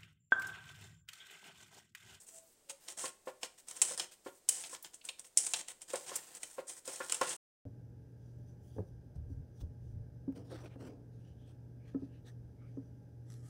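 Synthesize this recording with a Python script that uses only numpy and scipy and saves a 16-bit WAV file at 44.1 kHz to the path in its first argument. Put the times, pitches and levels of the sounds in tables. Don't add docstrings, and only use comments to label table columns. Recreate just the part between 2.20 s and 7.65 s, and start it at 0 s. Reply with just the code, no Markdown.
import sys
import numpy as np
from scipy import signal
from scipy.fft import rfft, irfft
from scipy.io import wavfile
from scipy.ndimage import uniform_filter1d

SR = 44100
rng = np.random.default_rng(int(sys.argv[2]) if len(sys.argv) > 2 else 0)


def to_wav(s):
    ch = np.atleast_2d(s).T
    pcm = np.round(np.clip(ch, -1, 1) * 32767)
    wavfile.write(sys.argv[1], SR, pcm.astype(np.int16))


N = 240477
TIME = np.arange(N) / SR
EVENT_TIME = TIME[:SR // 4]
USUAL_DB = -40


def undb(db):
    return 10 ** (np.asarray(db) / 20)


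def unit(x):
    return x / np.sqrt(np.mean(x ** 2))


def crest(x, size=128):
    return x / np.sqrt(uniform_filter1d(x ** 2, size).max())


def add(track, start_s, x):
    i = max(int(start_s * SR), 0)
    track[i:i + len(x)] += x[:N - i]


def through(x, response):
    return signal.fftconvolve(x, response)[:len(x)]


def highpass(x, hz):
    return signal.sosfilt(signal.butter(2, hz, "high", fs=SR, output="sos"), x)


def low_noise(count, hz):
    return signal.sosfilt(signal.butter(2, hz, fs=SR, output="sos"), rng.standard_normal(count))


def wander(count, hz):
    return unit(low_noise(count, hz))


def colour(points, size=1024):
    hz, db = np.transpose(points)
    grid_hz = np.maximum(np.arange(size // 2 + 1) * SR / size, 1)
    gain = undb(np.interp(np.log(grid_hz), np.log(hz), db))
    cepstrum = irfft(np.log(gain))
    cepstrum[1:size // 2] *= 2
    cepstrum[size // 2 + 1:] = 0
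    return irfft(np.exp(rfft(cepstrum)))


def ring(modes, gain_db=0, longest_t60_s=.14):
    hz, db, t60 = np.transpose(modes)
    phase = 2 * np.pi * (np.outer(EVENT_TIME, hz) + rng.random(len(hz)))
    fade = np.exp(-np.log(1000) * EVENT_TIME[:, None] / np.clip(t60, .005, longest_t60_s))
    return unit(np.sum(undb(db + gain_db) * np.sin(phase) * fade, axis=1))


def resonator(points, modes, ring_share):
    broad = colour(points)
    broad = np.pad(broad, (0, len(EVENT_TIME) - len(broad)))
    return unit(unit(broad) + ring_share * ring(modes)) / np.sqrt(len(EVENT_TIME))


def steel(points, modes, ring_share, detune=.03):
    shifted = np.array(modes, float)
    shifted[:, 0] *= 1 + detune * rng.standard_normal(len(modes))
    return resonator(points, shifted, ring_share)


def crumbs(count, per_s, spread_db):
    breaks = rng.random(count) < per_s / SR
    polarity = rng.choice([-1, 1], count)
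    return breaks * polarity * undb(spread_db * np.minimum(rng.exponential(size=count), 4))


# (frequency [Hz], relative level [dB])
HISS_EQ = [(25, -5), (70, -9.5), (150, -9), (350, -5), (600, -6), (1200, -15), (3000, -17), (6000, -14.5),
           (8400, -9), (11000, -19.5), (16000, -21.5)]
def hiss(level_db=-70.5):
    return undb(level_db) * unit(through(rng.standard_normal(N), colour(HISS_EQ)))


# (peak time [s], pitch [Hz], level [dB], half length [s])
TONE_CUES = [(0.199, 656, -64, 0.058), (0.52, 552, -62.5, 0.039)]
def faint_tones(waver_hz=18, waver_share=0.33):
    waver = 1 + waver_share * wander(N, waver_hz)
    out = np.zeros(N)
    for peak_s, hz, db, width_s in TONE_CUES:
        swell = np.exp(-((TIME - peak_s) / width_s) ** 2)
        out += undb(db) * np.sqrt(2) * np.sin(2 * np.pi * hz * TIME) * swell
    return waver * out


def kitchen(x, build_s=0.012, split_hz=2500, low_t60_s=0.3, high_t60_s=0.28, low_db=-12, high_db=-14.5):
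    lows = low_noise(SR, split_hz)
    highs = highpass(rng.standard_normal(SR), split_hz)
    t, response = TIME[:SR], 0
    for band, t60, db in (lows, low_t60_s, low_db), (highs, high_t60_s, high_db):
        fade = (1 - np.exp(-t / build_s)) * np.exp(-np.log(1000) * t / t60)
        response = response + undb(db) * band * fade / np.sqrt(np.sum(fade ** 2))
    return x + through(x, response)


# (frequency [Hz], relative level [dB])
BOWL_EQ = [(40, -47.5), (90, -19), (150, -4.5), (210, -15), (330, -14), (520, -0.5), (750, 0.5), (1100, -6),
           (1500, -2), (2300, -4.5), (5000, -18), (12000, -77.5)]
# (frequency [Hz], relative level [dB], t60 [s], capped in ring())
BOWL_RING = [(285.2, -6.5, 0.079), (349.7, -10, 0.17), (386.7, -6.5, 0.14), (518, 4, 0.069),
             (541, -6, 0.33), (571, -5.5, 0.23), (670, -15.5, 0.054), (756, -22, 0.033), (800, 2, 0.02),
             (914, -9, 0.079), (984, -11.5, 0.07), (1071.3, 2, 0.059), (1200, -32.5, 0.042),
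             (1553, -19, 0.2), (1402, -5.5, 0.09), (1745, -11, 0.18)]
def plastic_bowl():
    return resonator(BOWL_EQ, BOWL_RING, ring_share=0.47)


# (frequency [Hz], relative level [dB])
WALL_EQ = [(300, -46.5), (900, -5), (1500, -12.5), (2000, 6), (2500, 6.5), (3200, 6), (4200, 4),
           (5500, 2.5), (7500, 4), (10000, -17), (16000, -15)]
# (centre frequency [Hz], relative level [dB], t60 [s])
WALL_RING = [(2620, -30.5, 0.012), (2736, 17.5, 0.007), (3160, 2.5, 0.1), (3770, -4, 0.044),
             (4100, 4, 0.0067), (5300, 17.5, 0.017), (5506, 3.5, 0.01)]
def side_wall(ring_share=0.23):
    return steel(WALL_EQ, WALL_RING, ring_share)


# (frequency [Hz], relative level [dB])
TEETH_EQ = [(1000, -42), (3000, -27), (4700, -17), (5800, -8), (6500, -7), (7400, -2.5), (8200, 0),
            (8850, -1), (9400, -7), (9900, -9), (10700, -15), (12000, -28), (16000, -37)]
# (centre frequency [Hz], relative level [dB], t60 [s])
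TEETH_RING = [(6450, -12, .04), (6660, -30.5, 0.1), (7640, 5, 0.03), (7900, 12.5, 0.029), (8300, 7, 0.076),
              (9300, 3, 0.12), (9570, -13, .04)]
def toothed_face():
    return steel(TEETH_EQ, TEETH_RING, ring_share=0.23)


def rasp(bowl, t, length_s, teeth_db, body_db, bowl_db=-3, grip_s=0.0054, release_s=0.011):
    contact = (1 - np.exp(-t / grip_s)) * np.exp(-np.maximum(t - length_s, 0) / release_s)
    fractures = crumbs(len(t), per_s=4000, spread_db=2.5)
    clump_db = 1.5 * wander(len(t), hz=110)
    grains = contact * unit(fractures * undb(clump_db))
    teeth = through(grains * undb(teeth_db), toothed_face())
    body = through(grains * undb(body_db), side_wall() + undb(bowl_db) * bowl)
    smear_db = -60 + 0.2 * (body_db - USUAL_DB)
    smear = contact * highpass(rng.standard_normal(len(t)), hz=6000) * undb(smear_db)
    return teeth + body + smear


def accent_db(hz, centre_hz, boost_db=8, width_octaves=0.8):
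    return boost_db * np.exp(-(np.log2(hz / centre_hz) / width_octaves) ** 2)


# (time [s], level [dB], accented frequency [Hz])
KNOCK_CUES = [(0.840, -40.5, 1040), (1.073, -39, 620), (1.228, -53.5, 870), (1.711, -46.5, 613),
              (2.063, -42, 380), (2.530, -51, 1130), (3.736, -33, 590), (3.916, -44, 920),
              (4.382, -38.5, 496), (4.678, -44.5, 376), (4.804, -37, 1500), (5.013, -28, 1000)]
def foot_knocks(bowl, chatter_db=-8.5, contact_s=.0034, press_s=0.031, tail_share=0.61, lead_s=.02):
    out = np.zeros(N)
    swell = 1 - np.exp(-EVENT_TIME / contact_s)
    press = np.exp(-(EVENT_TIME / press_s) ** 2)
    mode_hz = np.array(BOWL_RING)[:, 0]
    for at_s, db, centre_hz in KNOCK_CUES:
        modes = ring(BOWL_RING, accent_db(mode_hz, centre_hz)) * swell * (press + tail_share)
        rim = colour([(hz, eq_db + accent_db(hz, centre_hz)) for hz, eq_db in BOWL_EQ])
        chatter = through(rng.standard_normal(len(EVENT_TIME)) * swell * press, rim)
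        knock = crest(modes, size=256) + undb(chatter_db) * crest(chatter, size=256)
        add(out, at_s - contact_s / 2, undb(db) * knock)
        rub = rasp(bowl, EVENT_TIME, length_s=0.047, teeth_db=-63.5, body_db=-62)
        add(out, at_s - lead_s, rub)
    return out


# (time [s], level [dB])
FLEX_CUES = [(0.682, -46.5), (1.798, -37), (2.441, -48), (2.813, -57.5), (2.888, -38), (3.338, -32)]
def wall_flexes(band_hz=(2450, 4600), decay_s=0.0062):
    out = np.zeros(N)
    band = signal.butter(3, band_hz, "band", fs=SR, output="sos")
    for at_s, db in FLEX_CUES:
        slips = crumbs(len(EVENT_TIME), per_s=15000, spread_db=7.0) * np.exp(-EVENT_TIME / decay_s)
        tick = signal.sosfilt(band, through(slips, side_wall(ring_share=0.061)))
        add(out, at_s, undb(db) * crest(tick))
    return out


def crack(fade):
    return crest(highpass(rng.standard_normal(len(fade)) * fade, hz=9500))


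# (time [s], level [dB])
CRACK_CUES = [(2.289, -35), (2.626, -45), (3.959, -34)]
def cheese_cracks(decay_s=0.0077):
    out = np.zeros(N)
    for at_s, db in CRACK_CUES:
        add(out, at_s, undb(db) * crack(np.exp(-EVENT_TIME / decay_s)))
    return out


# (start [s], end [s], teeth level [dB], swell [dB], body level [dB])
SLIDE_CUES = [(0, 0.041, -56, -20, -67), (0.061, 0.186, -57.5, 3, -68.5), (0.199, 0.333, -74, 3, -88),
              (0.598, .68, -70.5, 23, -67.5), (0.766, 0.863, -45, 10, -50.5), (1.467, 1.638, -60.5, 5, -60),
              (2.091, 2.187, -72, 4, -80), (2.491, 2.541, -47.5, -4, -54.5), (2.836, 2.903, -56.5, 3, -61),
              (3.676, 3.865, -57, -2, -59), (3.86, 3.992, -53.5, -6, -51), (4.001, 4.177, -60, 5, -60),
              (4.199, 4.354, -58.5, -3, -64.5), (4.467, 4.592, -54.5, -6.5, -62),
              (4.654, 5.006, -55, 4, -55.5), (5.015, 5.139, -47.5, -2, -46)]
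def slides(bowl, uneven_db=3.0, uneven_hz=22, body_follow=0.55):
    out, t = np.zeros(N), TIME[:SR * 3 // 4]
    for start_s, end_s, teeth_db, swell_db, body_db in SLIDE_CUES:
        length_s = end_s - start_s
        progress = np.minimum(t / length_s, 1)
        press_db = swell_db * (progress - .5) + uneven_db * wander(len(t), uneven_hz)
        add(out, start_s, rasp(bowl, t, length_s, teeth_db + press_db, body_db + body_follow * press_db))
    return out


def drag(bowl, catch_db, wall_db, drag_s, lead_s, teeth_ease_db_per_s=78.5, body_ease_db_per_s=26.5):
    since_s = EVENT_TIME - lead_s
    teeth_db = -49.5 + 0.55 * (catch_db - USUAL_DB) - teeth_ease_db_per_s * since_s
    body_db = -52.5 + 0.53 * (wall_db - USUAL_DB) - body_ease_db_per_s * since_s
    pressing_in = since_s < 0
    teeth_db[pressing_in], body_db[pressing_in] = -61, -56
    return rasp(bowl, EVENT_TIME, lead_s + drag_s, teeth_db, body_db, bowl_db=-5.5)


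def snap(bowl, teeth_db, wall_db, slip_s=0.0034, doubling_db=20, wall_hold=1.78, bowl_hold=2.1):
    volley_s = slip_s * 2 ** ((teeth_db - wall_db) / doubling_db)
    fade = np.exp(-EVENT_TIME / volley_s)
    slips = crumbs(len(EVENT_TIME), per_s=4000, spread_db=3.5)
    slips[0] = 2.63
    light_bowl = highpass(bowl, hz=423)
    tick = crest(through(slips * fade, toothed_face()))
    clank = crest(through(slips * fade ** (1 / wall_hold), side_wall(ring_share=0.47)))
    thud = crest(through(slips * fade ** (1 / bowl_hold), light_bowl), size=256)
    top = tick + undb(-25) * crack(fade)
    body = undb(-1) * clank + undb(-10) * thud
    return undb(teeth_db) * top + undb(wall_db) * body


# (time [s], teeth level [dB], wall drive [dB], drag length [s])
CATCH_CUES = [(0.497, -40, -43, 0.016), (0.505, -47, -44, .005), (0.685, -40, -38.5, 0.038),
              (0.792, -52, -46, 0.075), (0.856, -38, -38, 0.037), (1.232, -41.5, -28.5, .022),
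              (1.386, -61, -64.5, 0.019), (1.485, -41, -50.5, .02), (1.511, -41, -45.5, 0.002),
              (1.566, -44, -52.5, 0.0066), (1.617, -17.5, -28, 0.13), (1.621, -20, -35, .005),
              (1.777, -34, -37.5, 0.028), (1.797, -36.5, -29.5, 0.045), (1.921, -59, -54.5, 0.019),
              (2.289, -20, -37.5, 0.19), (2.438, -55, -39, 0.016), (2.549, -64, -39, 0.012),
              (2.646, -52, -41.5, 0.018), (2.743, -47.5, -67, 0.0086), (2.851, -44, -58, 0.0051),
              (2.889, -43.5, -40, 0.0072), (2.995, -40.5, -51.5, 0.0048), (3.051, -54, -67.5, .02),
              (3.1733, -16, -40, .15), (3.266, -31, -39, 0.0067), (3.336, -26, -28, 0.073),
              (3.484, -41, -42.5, 0.032), (3.618, -42.5, -52, .008), (3.703, -49, -42.5, .01),
              (3.734, -39.5, -49, 0.0027), (3.757, -36.5, -39.5, 0.017), (3.957, -31, -49, 0.013),
              (4.15, -43.5, -52, 0.012), (4.232, -35, -38.5, 0.0035), (4.497, -41.5, -47, 0.021),
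              (4.656, -45.5, -61, .01), (4.677, -38, -43, 0.058), (4.759, -41.5, -46.5, 0.017),
              (4.897, -35, -34.5, 0.031), (4.922, -24.5, -29.5, .004), (4.9448, -30.5, -39, 0.0046),
              (5.013, -37.5, -32, .02), (5.092, -34.5, -56, 0.071)]
def catches(bowl, lead_s=.011):
    out = np.zeros(N)
    for at_s, teeth_db, wall_db, _ in CATCH_CUES:
        add(out, at_s, snap(bowl, teeth_db, wall_db))
    for at_s, teeth_db, wall_db, drag_s in CATCH_CUES:
        add(out, at_s - lead_s, drag(bowl, teeth_db, wall_db, drag_s, lead_s))
    return out


def scene():
    bowl = plastic_bowl()
    bed = hiss()
    grater = catches(bowl) + slides(bowl) + cheese_cracks() + wall_flexes() + foot_knocks(bowl)
    grater = highpass(grater, hz=55.0)
    return (kitchen(grater) + faint_tones() + bed)[None]


def record(dry, end_s=5.165, top_hz=16000):
    gate = uniform_filter1d((TIME < end_s) * 1., size=128)
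    top_cut = signal.ellip(10, .2, 80, top_hz, fs=SR, output="sos")
    return signal.sosfilt(top_cut, dry * gate)


dry = scene()
out = record(dry)
to_wav(out)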